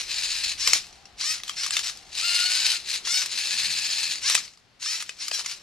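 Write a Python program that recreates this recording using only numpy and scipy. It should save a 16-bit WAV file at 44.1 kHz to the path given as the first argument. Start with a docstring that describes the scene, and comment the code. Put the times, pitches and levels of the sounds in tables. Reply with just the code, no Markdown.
"""A plastic toy robot on a hard floor turns and flips a puzzle cube, close to a two-port microphone.
The turntable runs in the first half second; the flipping arm then works in short bursts amid knocks until 2 s.
Two more turntable stretches follow (2.1 to 3 s, 3.3 to 4.1 s), then arm and knocks again to the end.
Geared motors are noise impacts through a housing filter plus overtones of the tooth rate; knocks are
modes rung by bursts of contacts; filtered noise makes the floor rumble, room murmur and faint hum below."""
import sys
import numpy as np
from scipy import signal
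from scipy.fft import rfft, irfft
from scipy.io import wavfile
from scipy.ndimage import uniform_filter1d

SR = 44100
rng = np.random.default_rng(int(sys.argv[2]) if len(sys.argv) > 2 else 0)


def digitize_waveform(pressure):
    """Quantize a signal to 16-bit integers and store it at the path in sys.argv[1].

    Rows of a 2-D input are taken as channels; values are limited to [-1, 1].
    """
    field = np.atleast_2d(pressure).T
    bounded = np.clip(field, -1, 1)
    quanta = np.round(bounded * 32767).astype(np.int16)
    wavfile.write(sys.argv[1], SR, quanta)


N = 247842

# impacts of cube and arm: start_s, peak_db (middle band), low_db and treble_db (against that peak), pitch_hz
KNOCK_EVENTS = [(.6742, -2, -23, -8, 5000), (.6863, -18.5, -11.5, 4, 4490), (0.7328, 1, -19.5, -7, 4700),
                (0.7595, -18, -11.5, -7, 4440), (0.8678, -34.5, -15, -4, 4250),
                (0.9265, -35.5, -23, -16, 5380), (1.055, -32, -20, -19, 5470),
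                (1.2113, -15.5, -28, -14, 5700), (1.2397, -21, -16, -11, 5270),
                (1.3998, -33, -21, -12, 2320), (1.4346, -19.5, -27, -4, 4830),
                (1.479, -21.5, -20, -7, 4700), (1.494, -13.5, -24, -7.5, 4050),
                (1.5402, -34, -13, -9, 3710), (1.566, -33, -20, -11, 5000), (1.6422, -19.5, -22, -11, 5660),
                (1.6633, -15, -26, -8, 5440), (1.7071, -11, -28, -7, 5100), (1.7672, -8.5, -23, -9.5, 3630),
                (1.7924, -16.5, -15.5, 0, 4250), (1.896, -19, -39, -12, 5500), (1.9724, -28, -33, -3, 5400),
                (3.05, -22, -24, -18, 4871), (3.0715, -15, -15, -23, 5817),
                (3.2597, -16.5, -32, -2.5, 5800), (4.2978, -8.5, -20, -4, 5270), (4.319, -19, -18, 1, 5440),
                (4.3465, -11.5, -17.5, 4, 3840), (4.351, 0, -24, -7.5, 5370),
                (4.377, -15.5, -17.5, -17, 5470), (4.45, -30.5, -27, -15, 5350),
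                (4.4782, -32, -28, -15, 5190), (4.5356, -39, -21, -17, 4310), (4.573, -39, -19, -12, 5800),
                (4.8596, -20, -23, -14, 4380), (5.0247, -21, -19, -2, 5960), (5.0929, -20, -14, -12, 3260),
                (5.168, -40, -25, -3, 3500), (5.2818, -14, -33, -2.5, 5740), (5.312, -18, -24, -15, 5000),
                (5.3151, -15, -11, -15, 3500), (5.386, -27, -10, -3, 3836), (5.3946, -21, -13, -16, 4252),
                (5.409, -29, -6, -9, 4110), (5.4458, -27.5, -16, -11, 3070), (5.4605, -16, -27, -5.5, 5860)]


def turntable():
    """Gear-mesh excitation: the turntable's motor runs rattle its teeth, and load makes them whine."""
    # powered runs: start_s, powered_s, full_level_db, spin_up_ms, coasting_fade_db_per_s
    runs = [(.04, .475, -28.5, 32, 280), (2.075, .665, -23.5, 60, 235), (2.795, .155, -24, 55, 250),
            (3.25, 0.892, -26.5, 38, 287)]
    # whine bursts, each a list of points: time_s, tooth_rate_hz, whine_against_rattle_db
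    whine = [
        [(.15, 850, -7), (.5, 850, -7)],
        [(2.19, 580, -9), (2.23, 660, -6), (2.25, 697, -1), (2.38, 712, -1), (2.46, 724, -3), (2.5, 742, -5)],
        [(2.5, 742, -6), (2.6, 768, -5), (2.7, 768, -5), (2.73, 745, -6), (2.76, 715, -9), (2.79, 670, -14)],
        [(3.38, 855, -6), (3.7, 860, -6), (4.14, 853, -6)],
    ]
    # for each burst: teeth per shaft turn
    tooth_counts = [10, 7, 7, 10]
    # for each burst: wander of the tooth timing (periods)
    scatter = [.18, .07, .12, .13]
    # for each burst: position of the second wheel as the whine starts (turns)
    wheel_turn = [.5, .2, -.1, -.2]
    # relative response of the housing to rattling teeth: frequency_hz, density_db_per_hz
    body = [(240, -60), (400, -35), (630, -28), (1430, -19), (1700, -13), (2280, -9), (2560, -5),
            (3350, -9.5), (3750, -4), (4150, -0.5), (5000, -4), (5900, -10.5), (6700, -8), (11400, -22.5),
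            (13400, -30.5), (14900, -78)]
    # relative response to loaded teeth: frequency_hz, density_db_per_hz
    mesh = [(350, -42), (720, -23.5), (900, -27), (1200, -8), (1430, -6), (1720, -11), (2150, -8.5),
            (2800, 0.5), (3550, -9.5), (4300, 3), (5000, 1), (5800, -18), (7900, -7), (12000, -19),
            (15000, -41)]
    return motor(run_level(runs), whine, tooth_counts, scatter, body, mesh,
                 shaft_db=1.7, wheel_db=1.8, wheel_turn=wheel_turn, grain_db=1.5)


def flipping_arm():
    """Gear-mesh excitation under transient load: powered runs, knocks and creaks all stir the arm's teeth."""
    # powered runs: start_s, powered_s, full_level_db, spin_up_ms, coasting_fade_db_per_s
    runs = [(-.1, .1, -29.5, 20, 195), (.562, .203, -25.5, 22, 270), (1.158, 0.16, -25.5, 31.3, 192),
            (1.548, 0.053, -30, 11.4, 74), (1.708, .032, -21, 16, 700), (1.7, .1, -29, 13, 430),
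            (1.82, 0.075, -29.5, 7.7, 380), (3.022, 0.17, -23, 27, 181), (4.196, 0.12, -22, 26.8, 230),
            (4.34, 0.043, -27, 10.3, 330), (4.785, 0.17, -29, 25, 280), (4.965, .052, -29.5, 18.6, 480),
            (5.165, 0.064, -29.5, 24.5, 147), (5.308, .04, -22.5, 13, 260), (5.372, .03, -29, 8, 600),
            (5.415, 0.098, -32.5, 20, 240)]
    # whines: start_s, stop_s, first_hz, steady_hz, easing_ms, timing_wander_periods
    whine_rows = [(.603, .67, 456, 635, 38, .03), (1.214, 1.335, 479, 662, 46, .025),
                  (1.57, 1.63, 429, 625, 38, .1), (1.722, 1.75, 870, 750, 20, .035),
                  (3.08, 3.22, 674, 765, 60, .045), (4.228, 4.29, 455, 700, 65, .04),
                  (4.84, 4.96, 485, 674, 40, .018), (5.2, 5.25, 440, 750, 65, .1),
                  (5.325, 5.37, 832, 760, 65, .03)]
    # relative response of the housing to rattling teeth: frequency_hz, density_db_per_hz
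    body = [(240, -58), (400, -35.5), (1000, -18.5), (1700, -11), (2600, -5), (3400, -7), (4350, -1),
            (4900, -4), (5450, -1), (6200, -6), (7200, -7.5), (9500, -14.5), (12300, -23.5), (13800, -31),
            (14900, -81)]
    # relative response to loaded teeth: frequency_hz, density_db_per_hz
    mesh = [(300, -49), (600, -36.5), (1250, -13.5), (1900, -5.5), (2600, -4.5), (3400, -6), (4300, 2.5),
            (4850, 0), (5400, 6), (6100, -3), (7100, -6.5), (9000, -8), (10500, -21), (12000, -13),
            (15000, -50)]
    whine = [ease(*row[:-1]) for row in whine_rows]
    scatter = [row[-1] for row in whine_rows]
    level = np.hypot(run_level(runs), shake_level())
    teeth_per_turn = 7
    return motor(level, whine, [teeth_per_turn] * len(whine), scatter, body, mesh,
                 shaft_db=0.63, wheel_db=0.15, wheel_turn=[0] * len(whine), grain_db=0.67)


def motor(level, whine, tooth_counts, scatter, body, mesh, shaft_db, wheel_db, wheel_turn, grain_db):
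    """Amplitude modulation by rotation: the rattle throbs with shaft and wheel; loaded teeth add a whine."""
    shaft_turns_per_wheel_turn = 5.6
    (tooth_hz, share_db), loaded, index = columns(whine)
    shaft = 2 * np.pi * np.cumsum(tooth_hz / np.array(tooth_counts)[index]) / SR
    shaft_at_start = shaft[[int(burst[0][0] * SR) for burst in whine]]
    wheel = (shaft - shaft_at_start[index]) / shaft_turns_per_wheel_turn
    wheel = wheel + 2 * np.pi * np.array(wheel_turn)[index]
    throb_db = shaft_db * np.cos(shaft) + wheel_db * np.cos(wheel)

    # sparse impacts on about 15 % of the samples, some much stronger than others
    hits = (rng.random(N) < .15) * rng.standard_normal(N)
    hits = hits * undb(grain_db * rng.exponential(size=N))
    flicker_db = 1.25 * walk(120) + 1.14 * walk(24.37)
    rattle = unit(colour(hits * undb(throb_db + flicker_db), body))

    overtones = teeth(tooth_hz, np.array(scatter)[index])
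    tone = unit(colour(overtones * undb(0.63 * throb_db), mesh))
    share = loaded * undb(share_db)
    return level * (rattle + share * tone) / np.sqrt(1 + share ** 2)


def teeth(tooth_hz, scatter, count=20):
    """Harmonic series of the tooth rate: timing wander is shared, each overtone swells and fades alone."""
    turns = np.cumsum(tooth_hz) / SR + scatter * (walk(60) + 0.52 * walk(400))
    total = 0
    for k in range(1, count):
        total = total + undb(3.0 * walk(70)) * np.sin(2 * np.pi * (k * turns + rng.random()))
    return total


def ease(start_s, stop_s, first_hz, steady_hz, easing_ms, count=12):
    """Exponential relaxation of the tooth rate: points of time_s, tooth_rate_hz, whine_against_rattle_db."""
    t = np.linspace(start_s, stop_s, count)
    hz = steady_hz + (first_hz - steady_hz) * np.exp((start_s - t) * 1000 / easing_ms)
    return np.transpose([t, hz, np.full(count, 3.5)])


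def run_level(runs):
    """First-order spin-up: level follows a power of speed, then coasts out; powers of the runs add."""
    loudness_exponent = 3.38
    t, power = slow_time(), 0
    for start_s, powered_s, full_db, spin_ms, fade_db_per_s in runs:
        since = np.clip(t - start_s, 0, powered_s)
        after = np.maximum(t - start_s - powered_s, 0)
        speed = 1 - np.exp(-since * 1000 / spin_ms)
        level = undb(full_db - fade_db_per_s * after) * speed ** loudness_exponent
        power = power + level ** 2
    return np.interp(np.arange(N) / SR, t, np.sqrt(power))


def shake_level():
    """Exponential decay of shaken gears: each knock leaves a short rattle, loose joints a slower creak."""
    # creaks of the arm's loose joints: start_s, level_db, fade_db_per_s
    creaks = [(.8, -50, 45), (1.445, -44, 55), (1.93, -51, 20), (4.42, -46, 110), (5.06, -46, 69),
              (5.56, -69, 60)]
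    shake_db, shake_fade_db_per_s = -26.5, 503.5  # level against the knock's own peak
    onset_s = .001
    shakes = [(s, peak_db + shake_db, shake_fade_db_per_s) for s, peak_db, *_ in KNOCK_EVENTS]
    t, level = slow_time(), 0
    for start_s, level_db, fade_db_per_s in shakes + creaks:
        onset = np.clip((t - start_s) / onset_s, 0, 1)
        level = level + onset * undb(level_db - fade_db_per_s * np.maximum(t - start_s, 0))
    return np.interp(np.arange(N) / SR, t, level)


def knocks():
    """Modal synthesis: a burst of contacts rings damped modes, most of all those near the knock's pitches."""
    # modes of brick frame and cube: frequency_hz, level_db, t60_s
    modes = [(384, -17, 0.06), (750, -34.5, 0.016), (1174, 10, 0.011), (1690, -2.5, 0.012),
             (2030, 10, 0.007), (2606, -1, 0.028), (3130, 0.5, 0.012), (3800, 2, 0.011), (4600, 1, 0.011),
             (5340, 6, 0.0054), (6120, -0.5, 0.0056), (6780, -1.5, 0.0035), (7230, 2.5, 0.0035),
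             (8250, -3, 0.0063), (9000, -3, 0.0048), (12000, -23, .003)]
    contact_ms, low_pitch_hz = 2.68, 1250
    strike = 0.58  # first contact against all the contacts together
    out, t = np.zeros(N + 4096), np.arange(2048) / SR
    hz, db, t60 = np.transpose(modes)[:, :, None]
    for start_s, peak_db, low_db, treble_db, pitch_hz in KNOCK_EVENTS:
        level_draw, tuning_draw = rng.standard_normal((2, len(modes), 1))
        # modes from 6 kHz up are favoured equally
        favoured_hz = np.where(hz < 1800, low_pitch_hz, np.where(hz < 6000, pitch_hz, hz))
        octaves_off = np.abs(np.log2(hz / favoured_hz))
        gain = undb(db + 2.4 * level_draw - 9.9 * octaves_off - 60 * t / t60)
        ring = np.sum(gain * np.sin(2 * np.pi * hz * (1 + 0.053 * tuning_draw) * t), axis=0)

        contacts = rng.standard_normal(512) * rng.exponential(size=512)
        contacts = contacts * np.exp(-(t[:512] * 1000 / contact_ms) ** 4)
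        contacts[0] = strike * np.linalg.norm(contacts)
        hit, i = np.convolve(ring, contacts), int(start_s * SR)
        for lo_hz, hi_hz, part_db in ((384, 2000, low_db), (1910, 6630, 0), (6440, 21000, treble_db)):
            part = band(hit, lo_hz, hi_hz)
            out[i:i + len(hit)] += part * undb(peak_db + part_db) / np.max(np.abs(part))
    return out[:N]


def ports(x):
    """Multipath propagation: direct sound, drifting treble detours and a decaying room reach both ports."""
    room_t60_s, room_db, detour_ms, detour_db = .15, -10, 3.7, -4.5
    t = np.arange(int(.3 * SR)) / SR

    def via(y, path):
        """Convolution with a path of unit energy at each port."""
        path = path / np.sqrt(np.sum(path ** 2, axis=1, keepdims=True))
        return signal.oaconvolve(y[None], path, axes=1)[:, :N]

    room = rng.standard_normal((2, len(t))) * undb(-60 * t / room_t60_s) * (t > .004)
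    # a random angle shifts the balance between two sets of detours
    pose = 3.0 * walk(30)
    detours = band(rng.standard_normal((2, 2, len(t))) * np.exp(-t * 1000 / detour_ms), 6100, 16800)
    moving = via(x * np.cos(pose), detours[0]) + via(x * np.sin(pose), detours[1])
    # direct sound arrives one sample later at the right port
    direct = signal.lfilter(*signal.butter(2, 8500, fs=SR), [x, np.roll(x, shift=1)])
    return direct + undb(detour_db) * moving + undb(room_db) * via(x, room)


def background():
    """Partly coherent noise fields: floor rumble and boom, room murmur and a faint wavering hum."""
    # levels before the offset between the ports: time_s, rumble_db, boom_db, murmur_db
    levels = [(0, -59.5, -66.5, -60.5), (.7, -55.5, -62.5, -64.5), (1, -63.5, -67, -66),
              (2.4, -64, -65, -64), (3.45, -67, -64, -61), (3.69, -67, -55, -60.5),
              (3.9, -65.5, -63, -63.5), (4.41, -68, -63, -62), (4.54, -75, -68, -73),
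              (4.8, -77, -69.5, -70.5), (5.62, -69, -65.5, -65.5)]
    # relative spectrum of the murmur: frequency_hz, density_db_per_hz
    murmur_spectrum = [(120, -47), (200, -15.5), (289, -8.5), (350, -11.5), (382, -7.5), (424, -11),
                       (4400, -13), (13000, -39)]
    # hum before the offset between the ports: time_s, level_db
    hum_levels = [(0, -80), (.8, -67), (1, -61), (1.3, -66), (2.1, -64.5), (3, -77), (4.5, -83),
                  (5.62, -77)]
    hum_hz = 769
    (rumble_db, boom_db, murmur_db), _, _ = columns([levels])
    (hum_db,), _, _ = columns([hum_levels])

    def pair(apart):
        """Noise common to both ports plus separate noise at each."""
        return rng.standard_normal(N) + apart * rng.standard_normal((2, N))

    rumble = unit(band(pair(0.34), 19, 80))
    boom = unit(band(pair(0.82), 86, 209))
    murmur = np.array([colour(x, murmur_spectrum) for x in pair(1.0)])
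    murmur = murmur / np.std(band(murmur, 230, 583))
    hum = unit(band(pair(0.45), 0.892 * hum_hz, 1.074 * hum_hz))
    both = undb(rumble_db) * rumble + undb(boom_db) * boom + undb(murmur_db) * murmur + undb(hum_db) * hum
    return both * undb([[1.6], [-1.6]])


def undb(db):
    """Logarithmic level: decibels to amplitude gain."""
    return 10 ** (np.asarray(db) / 20)


def unit(x):
    """Normalisation by mean power: scale to rms 1."""
    return x / np.sqrt(np.mean(x ** 2))


def band(x, lo_hz, hi_hz):
    """Band limitation: steep Butterworth band-pass."""
    return signal.sosfilt(signal.butter(3, [lo_hz, hi_hz], "band", fs=SR, output="sos"), x)


def colour(x, points, size=1024):
    """Minimum-phase filter through (frequency_hz, gain_db) points, from the folded cepstrum of the log gain."""
    hz, db = np.transpose(points)
    grid_hz = np.arange(size + 1) * SR / (2 * size) + 1
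    log_gain = np.interp(np.log(grid_hz), np.log(hz), db) * np.log(10) / 20
    cepstrum = irfft(log_gain)
    cepstrum[1:size] *= 2
    cepstrum[size + 1:] = 0
    impulse = irfft(np.exp(rfft(cepstrum)))[:size]
    return signal.oaconvolve(x, impulse)[:N]


def walk(rate_hz):
    """Low-pass random process: levels held for one period of the rate and slewed, with spread near 1."""
    k = int(SR / rate_hz)
    held = np.repeat(rng.standard_normal(N // k + 1), k)
    return 1.18 * uniform_filter1d(uniform_filter1d(held, k), k)[:N]


def columns(tables):
    """Linear interpolation of joined bursts over time; also a soft on-off gate and the burst index."""
    t, rows = np.arange(N) / SR, np.concatenate(tables)
    curves = [np.interp(t, rows[:, 0], column) for column in rows.T[1:]]
    on = sum((t >= b[0][0]) & (t < b[-1][0]) for b in tables)
    index = np.clip(np.searchsorted([b[-1][0] for b in tables], t), 0, len(tables) - 1)
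    return curves, uniform_filter1d(1. * on, size=400), index


def slow_time():
    """Control-rate sampling: 1 ms time steps for slowly changing levels."""
    step_s = .001
    return np.arange(0, N / SR + step_s, step_s)


def scene():
    """Superposition: three robot parts, each with its own paths, nearer the left port, over the background."""
    # level difference of the robot between the ports: frequency_hz, left_minus_right_db
    port_tilt = np.array([(60, -24), (110, 5), (200, -1), (370, 3), (690, 2.5), (1260, 4), (2330, 5),
                          (4280, 4), (7870, 1), (14500, 9.5)])
    robot = ports(turntable()) + ports(flipping_arm()) + ports(knocks())
    # half of the difference is given to each port
    tilted = [colour(x, port_tilt * [1, side]) for x, side in zip(robot, (.5, -.5))]
    return np.array(tilted) + background()


def record(dry):
    """Saturation and band limitation: the loudest peaks are rounded, the top octave thins out and is cut."""
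    rounded = np.tanh(dry / .95) * .95
    soft = signal.sosfilt(signal.butter(6, 13600, fs=SR, output="sos"), rounded)
    return signal.sosfilt(signal.ellip(10, .2, 80, 15084, fs=SR, output="sos"), soft)


dry = scene()
out = record(dry)
digitize_waveform(out)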